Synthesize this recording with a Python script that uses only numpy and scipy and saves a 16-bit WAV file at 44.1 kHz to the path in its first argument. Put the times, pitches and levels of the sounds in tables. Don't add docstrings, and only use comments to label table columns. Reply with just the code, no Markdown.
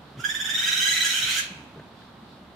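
import sys
import numpy as np
from scipy import signal
from scipy.fft import rfft, irfft
from scipy.io import wavfile

SR = 44100
rng = np.random.default_rng(int(sys.argv[2]) if len(sys.argv) > 2 else 0)


def put_to_file(sound):
    columns = np.atleast_2d(sound).T
    safe = np.clip(columns, -1, 1)
    whole_steps = np.round(safe * 32767)
    wavfile.write(sys.argv[1], SR, whole_steps.astype(np.int16))


N = 112454

# (frequency [Hz], relative level [dB])
OUTDOORS_SPECTRUM = [(25, -23), (40, -22), (59, -21), (107, -6), (130, -3), (200, -1.5), (280, -5),
                     (445, -11.5), (920, -10.5), (1500, -16.5), (2200, -24.5), (3800, -23), (6200, -39.5),
                     (15500, -47)]
# (frequency [Hz], side against mid [dB])
OUTDOORS_WIDTH = [(60, -25), (125, -22.5), (250, -12.5), (500, -10), (1000, -5), (4000, -0.5)]
# (peak time [s], time from peak to an 11 dB fall [s], centre [Hz],
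# level before colouring [dB])
DISTANT_HISSES = [(.11, .07, 3600, -57), (2.02, 0.12, 3600, -55.5), (2.32, .09, 3970, -57)]
# (frequency [Hz], gain [dB])
HISS_COLOUR = [(1500, -11), (4700, -1), (7000, -8)]
# (time [s], length before the release [s], centre [Hz], peak level of the boom [dB])
SOFT_THUMPS = [(0.153, .052, 131.6, -39.5), (1.213, 0.043, 132, -43.5), (1.503, 0.016, 190, -45.5),
               (1.539, 0.038, 148.5, -50.5), (1.753, 0.056, 150, -47), (2.22, .014, 208, -47.5),
               (2.402, 0.028, 190, -51)]
# (time [s], centre [Hz], level before decay and colouring [dB])
LIGHT_TICKS = [(1.76, 350, -43), (1.774, 496, -39), (1.795, 434, -41), (1.796, 1700, -42.5),
               (2.02, 1670, -53)]
# (frequency [Hz], gain [dB])
TAIL_COLOUR = [(1200, 5), (1650, -5), (2500, 4.0), (3100, -3.0), (6000, -8.0)]
TAIL_TREBLE_COLOUR = [(2000, -13.0), (4500, 1), (14000, -11.5)]
# (frequency [Hz], gain [dB])
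LEFT_MIC_COLOUR = [(1000, -2), (1600, -7.5), (2000, -6.5), (2800, 0), (4000, 0.5), (6000, -2.5), (9000, -4),
                   (14000, -1.5)]
# (time [s], middle before trim [dB], treble before trim [dB])
RASP_LEVELS = [(0.17, -58, -62), (0.208, -54, -40.5), (0.228, -51, -51.5), (0.246, -47.5, -38.5),
               (0.469, -45.5, -40), (0.698, -32.5, -31), (0.914, -39.5, -28.5), (0.965, -30.5, -27),
               (1.014, -38.5, -33), (1.04, -32.5, -25), (1.24, -33, -29.5), (1.268, -28.5, -29),
               (1.386, -30.5, -24.5), (1.43, -32, -32)]
# (frequency [Hz], relative level [dB])
RASP_MIDDLE_COLOUR = [(500, -54), (1100, -25.5), (1400, -0.5), (1650, -3), (2150, -1), (2550, 2),
                      (2800, -4), (3150, 2), (3550, -5.5), (3950, -7.5), (4450, -11.5), (5200, -35)]
RASP_TREBLE_COLOUR = [(3800, -35), (4500, -9), (4900, 3), (5400, 3), (5850, 1), (6700, 3), (7500, 0),
                      (8300, -3), (8900, -5.5), (11000, -3.5), (12300, -13.5), (13800, -11.5), (15500, -15)]
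# (frequency [Hz], width [Hz], level [dB])
RASP_RESONANCES = [(5780, 260, -3), (6720, 240, -4)]
# (time [s], frequency [Hz])
MOUTH_PATH = [(.2, 3400), (.45, 3330), (.6, 3700), (.8, 3860), (1.0, 4200), (1.24, 4010), (1.32, 4310),
              (1.41, 4300)]
# (start [s], length before the release [s], pitch before the arch [Hz],
# fundamental before colouring [dB], octave before colouring [dB])
LOW_SQUEAKS = [(0.474, 0.04, 1580, -30, -34), (0.564, 0.034, 1558, -30, -36),
               (0.608, 0.024, 1575, -27, -30), (0.655, 0.035, 1624, -25.5, -26),
               (0.708, 0.024, 1598, -25.5, -29), (0.747, 0.043, 1580, -25, -30),
               (0.79, 0.049, 1587, -27, -23), (0.845, 0.038, 1616, -21, -20.5),
               (0.891, 0.033, 1640, -27.5, -21), (0.946, 0.039, 1622, -31, -34),
               (0.985, 0.033, 1608, -28, -27.5), (1.024, 0.048, 1650, -28, -23),
               (1.079, 0.0278, 1592, -30, -28.5), (1.126, 0.05, 1607, -27.5, -25.5),
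               (1.16, 0.035, 1574, -27, -27), (1.208, 0.032, 1553, -29, -29.5),
               (1.266, 0.04, 1558, -27.5, -36), (1.349, 0.054, 1611, -24.5, -27)]
HIGH_SQUEAKS = [(0.189, 0.028, 1407, -34.5, -47.5), (0.235, 0.026, 1656, -22, -26),
                (0.282, 0.031, 1757, -23.5, -26), (0.338, 0.027, 1778, -23.5, -26),
                (0.389, 0.034, 1745, -26, -25.5), (0.438, 0.031, 1750, -28, -25),
                (0.482, 0.037, 1784, -25, -25.5), (0.531, 0.033, 1831, -25.5, -22.5),
                (0.573, 0.034, 1854, -30.5, -22), (0.618, 0.042, 1890, -30, -23.5),
                (0.669, 0.034, 1927, -28, -21), (0.713, 0.031, 1920, -28.5, -20),
                (0.761, 0.028, 1930, -32, -19), (0.808, 0.045, 1950, -28.5, -23),
                (0.869, 0.03, 1988, -24, -19.5), (0.914, 0.0328, 1995, -20.5, -20.5),
                (0.956, 0.032, 1996, -22.5, -22), (0.998, 0.028, 1980, -21, -17.5),
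                (1.052, 0.032, 1963, -28, -28), (1.09, 0.03, 1960, -28, -21.5),
                (1.212, 0.031, 1942, -42, -23), (1.288, 0.038, 2068, -36, -24.5),
                (1.384, 0.022, 2097, -38, -31)]
LOW_UPPER_PARTIALS = [-14.5, -3, -13.5]
HIGH_UPPER_PARTIALS = [-13.5, -11]
# (time [s], relative fall per squared share of length)
LOW_PITCH_ARCH = [(0, .19)]
HIGH_PITCH_ARCH = [(.35, 0.219), (.75, 0.1104)]
# (frequency [Hz], gain [dB])
LOW_THROAT_COLOUR = [(1100, -4), (1450, 0), (1610, 6.5), (1750, 6.5), (2600, 13), (2900, 7.5), (3070, 9),
                     (3250, -2.5), (4300, -7), (4900, 9.5), (6500, -1), (9000, 8.5)]
HIGH_THROAT_COLOUR = [(1100, -3.5), (1600, 5), (1800, -1), (2000, 1.5), (2500, 6.5), (3100, 1), (3300, -2),
                      (3520, 1.5), (3700, 0), (3950, -0.5), (4200, -5), (4500, -20), (5000, 0.5),
                      (5400, 1.5), (5850, 3), (6600, 1), (7300, 2.5), (7700, -19), (8000, -2), (8700, 4.5)]
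# (frequency [Hz], relative level [dB])
FIZZ_COLOUR = [(1500, -10), (2300, 21.5), (2800, -19), (3080, 7), (3700, -6), (4200, -17), (4800, 5),
               (7000, -3), (8000, -2), (11000, 5), (12000, -1), (14000, 5.5)]

OUTDOORS_DB, HUM_DB, HUM_HZ = -47.89, -61, 71.4
THUMP_SAG_PER_S, SCUFF_DB = 5, -6.5

DIRECT_LEFT_DB, DIRECT_RIGHT_DB = -7, -3.5
WALL_DELAY_S, WALL_LEFT_DB, WALL_RIGHT_DB = 0.017, -7, -14.5
NEAR_DB, TAIL_DB, TAIL_T60_S, TAIL_TREBLE_T60_S = -4.5, -11, 0.7, 0.41
SHIMMER_S, SHIMMER_HZ = .00016, 25
LEFT_DIP, LEFT_DIP_HZ, LEFT_DIP_WIDTH_HZ = 1.3, 1520, 330

MIDDLE_TRIM_DB, TREBLE_TRIM_DB = 4, -4
RASP_END_S, RASP_RELEASE_S = 1.432, 0.089
RASP_REST = 0.87
MOUTH_WIDTH_HZ, MOUTH_DB = 700, 1
NOTCH_RATIO, NOTCH_WIDTH_HZ, NOTCH_SHARE = 1.18, 560, .85

ATTACK_S, RELEASE_S = 0.005, 0.02
SWELL_PEAK, SWELL_DB = .66, 27.5
ARCH_TOP = .86
BRIGHTEN = 0.39
GRAIN, GRAIN_HZ = .14, 260
CREST_CALM = .66
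FIZZ_DB = -21.5

TOP_HZ = 15550


def undb(db):
    return 10 ** (np.asarray(db) / 20)


def unit(x):
    return x / np.sqrt(np.mean(x ** 2))


def curve(at, points):
    return np.interp(at, *np.array(points, float).T)


def colour(x, points):
    hz, db = np.array(points, float).T
    f = np.maximum(np.arange(N // 2 + 1) * SR / N, 1)
    gain = undb(np.interp(np.log(f), np.log(hz), db))
    return irfft(rfft(x) * gain, N)


def coloured_noise(points):
    return unit(colour(rng.standard_normal(N), points))


def band(hz, width_hz):
    resonance = signal.iirpeak(hz, hz / width_hz, fs=SR)
    return unit(signal.lfilter(*resonance, rng.standard_normal(N)))


def wobble(rate_hz):
    lowpass = signal.butter(2, rate_hz, fs=SR, output="sos")
    return unit(signal.sosfilt(lowpass, rng.standard_normal(N)))


def ring(x, hz, width_hz):
    turn = np.exp(2j * np.pi * np.cumsum(hz * np.ones(N)) / SR)
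    pole = np.exp(-np.pi * width_hz / SR)
    return 2 * np.real(turn * signal.lfilter([1 - pole], [1, -pole], x / turn))


def gate(age, length):
    attack = np.clip(age / ATTACK_S, 0, 1)
    release = np.clip((length - age) / RELEASE_S + .5, 0, 1)
    return attack * release


def distant_hiss(t):
    hiss = np.zeros(N)
    for peak, spread, hz, db in DISTANT_HISSES:
        hiss += undb(db - 11 * ((t - peak) / spread) ** 2) * band(hz, 700)
    return colour(hiss, HISS_COLOUR)


def outdoors(t):
    mid = coloured_noise(OUTDOORS_SPECTRUM)
    side = colour(coloured_noise(OUTDOORS_SPECTRUM), OUTDOORS_WIDTH)
    rumble = np.array([mid + side, mid - side]) * undb(OUTDOORS_DB + 0.37 * wobble(0.43))
    hum_pitch = HUM_HZ * (1 + 0.017 * wobble(3.9))
    hum_level = undb(HUM_DB + 2.6 * wobble(2.8))
    hum = hum_level * np.sqrt(2) * np.sin(2 * np.pi * np.cumsum(hum_pitch) / SR)
    balance = undb([[-1], [.9]])
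    return (rumble + hum) * balance + np.array([distant_hiss(t), distant_hiss(t)])


def thumps(t):
    out = np.zeros(N)
    for start, length, hz, db in SOFT_THUMPS:
        along = np.clip((t - start) / (length + RELEASE_S), 0, 1)
        pitch = hz * np.exp(-THUMP_SAG_PER_S * (along - .5) * length)
        boom = np.sqrt(2) * np.sin(2 * np.pi * (np.cumsum(pitch) / SR + rng.random()))
        scuff = unit(colour(band(hz, 195), [(hz / 3, -20), (hz, 0), (hz * 10, -12)]))
        out += undb(db) * np.sin(np.pi * along) * (boom + undb(SCUFF_DB) * scuff)
    return out


def ticks(t):
    out = np.zeros(N)
    for start, hz, db in LIGHT_TICKS:
        decay = (t > start) * np.exp(-np.abs(t - start) / 0.0062)
        out += undb(db) * colour(band(hz, 260) * decay, [(hz, 0), (hz * 4, -8), (hz * 10, -20)])
    return out


def scatter(t, delay, t60):
    decay = (t > delay) * np.exp(-np.log(1000) * t / t60)
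    return unit(rng.standard_normal(N) * decay) / np.sqrt(N)


def echo(t, x, response):
    return signal.fftconvolve(x, response[t < 1])[:N]


def yard_channel(t, x, direct, direct_db, wall_gain):
    wall = wall_gain * np.interp(t - WALL_DELAY_S, t, x)
    near = undb(NEAR_DB) * echo(t, x, scatter(t, .005, 0.07))
    body = colour(scatter(t, 0.03, TAIL_T60_S), TAIL_COLOUR)
    treble = colour(scatter(t, .025, TAIL_TREBLE_T60_S), TAIL_TREBLE_COLOUR)
    tail = echo(t, x, body + treble)
    tail = np.interp(t + SHIMMER_S * wobble(SHIMMER_HZ), t, tail)
    return undb(direct_db) * direct + wall + near + undb(TAIL_DB) * tail


def yard(t, x):
    dipped = x - LEFT_DIP * ring(x, LEFT_DIP_HZ, LEFT_DIP_WIDTH_HZ)
    left = yard_channel(t, x, dipped, DIRECT_LEFT_DB, -undb(WALL_LEFT_DB))
    right = yard_channel(t, x, x, DIRECT_RIGHT_DB, undb(WALL_RIGHT_DB))
    return np.array([colour(left, LEFT_MIC_COLOUR), right])


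def rasp(t, flow):
    times, middle_db, treble_db = np.array(RASP_LEVELS).T
    surge = RASP_REST + (1 - RASP_REST) * np.minimum(flow, 1)
    ending = np.clip((RASP_END_S - t) / RASP_RELEASE_S + .5, 0, 1)
    rattle = unit(np.exp(0.13 * band(190, 360)))
    middle = coloured_noise(RASP_MIDDLE_COLOUR) * undb(np.interp(t, times, middle_db + MIDDLE_TRIM_DB))
    treble = coloured_noise(RASP_TREBLE_COLOUR) * undb(np.interp(t, times, treble_db + TREBLE_TRIM_DB))
    return surge * (t > times[0]) * ending * rattle * (middle + treble)


def mouth(t, voices, air):
    hz = curve(t, MOUTH_PATH)
    x = voices + air + undb(MOUTH_DB) * ring(air, hz, MOUTH_WIDTH_HZ)
    for ring_hz, width_hz, db in RASP_RESONANCES:
        x = x + undb(db) * ring(air, ring_hz, width_hz)
    for _ in range(2):
        x = x - NOTCH_SHARE * ring(x, NOTCH_RATIO * hz, NOTCH_WIDTH_HZ / 2)
    return x


def voice(t, notes, overtones, jitter, jitter_hz, flutter, flutter_hz, arch):
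    out, flow = np.zeros(N), np.zeros(N)
    unsteady = jitter * wobble(jitter_hz)
    fizz = coloured_noise(FIZZ_COLOUR)
    beating = unit(ring(wobble(2 * flutter_hz), flutter_hz, flutter_hz))
    rough = unit(1 + flutter * np.tanh(beating))
    grain = [unit(1 + GRAIN * wobble(GRAIN_HZ)) for _ in range(len(overtones) + 2)]
    for start, length, hz, first_db, octave_db in notes:
        on = (t >= start) & (t < start + length + RELEASE_S)
        age = t[on] - start
        along = age / length
        envelope = gate(age, length)
        push = envelope * undb(-SWELL_DB * (along - SWELL_PEAK) ** 2)
        arched = 1 + curve(start, arch) * (.07 - (along - ARCH_TOP) ** 2)
        shaken = 1 + unsteady[on] * (1 - CREST_CALM * push)
        phase = 2 * np.pi * (np.cumsum(hz * arched * shaken) / SR + rng.random())
        gains = undb([first_db, octave_db] + [octave_db + db for db in overtones])
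        for k, gain in enumerate(gains):
            level = np.sqrt(2) * gain * push ** (1 + BRIGHTEN * k) * grain[k][on]
            out[on] += level * np.sin((k + 1) * phase)
        out[on] += envelope * undb(octave_db + FIZZ_DB) * fizz[on]
        flow[on] += push
    return out * rough, flow


def scene():
    t = np.arange(N) / SR
    low, low_flow = voice(t, LOW_SQUEAKS, LOW_UPPER_PARTIALS, jitter=.031, jitter_hz=565,
                          flutter=.36, flutter_hz=144, arch=LOW_PITCH_ARCH)
    high, high_flow = voice(t, HIGH_SQUEAKS, HIGH_UPPER_PARTIALS, jitter=.027, jitter_hz=616,
                            flutter=.42, flutter_hz=133, arch=HIGH_PITCH_ARCH)
    low = undb(-2.0) * colour(low, LOW_THROAT_COLOUR)
    high = undb(1.05) * colour(high, HIGH_THROAT_COLOUR)
    quarrel = mouth(t, low + high, rasp(t, low_flow + high_flow))
    return outdoors(t) + thumps(t) + ticks(t) + yard(t, quarrel)


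def record(dry):
    lowpass = signal.ellip(8, .1, 60, TOP_HZ, fs=SR, output="sos")
    return signal.sosfiltfilt(lowpass, dry)


dry = scene()
out = record(dry)
put_to_file(out)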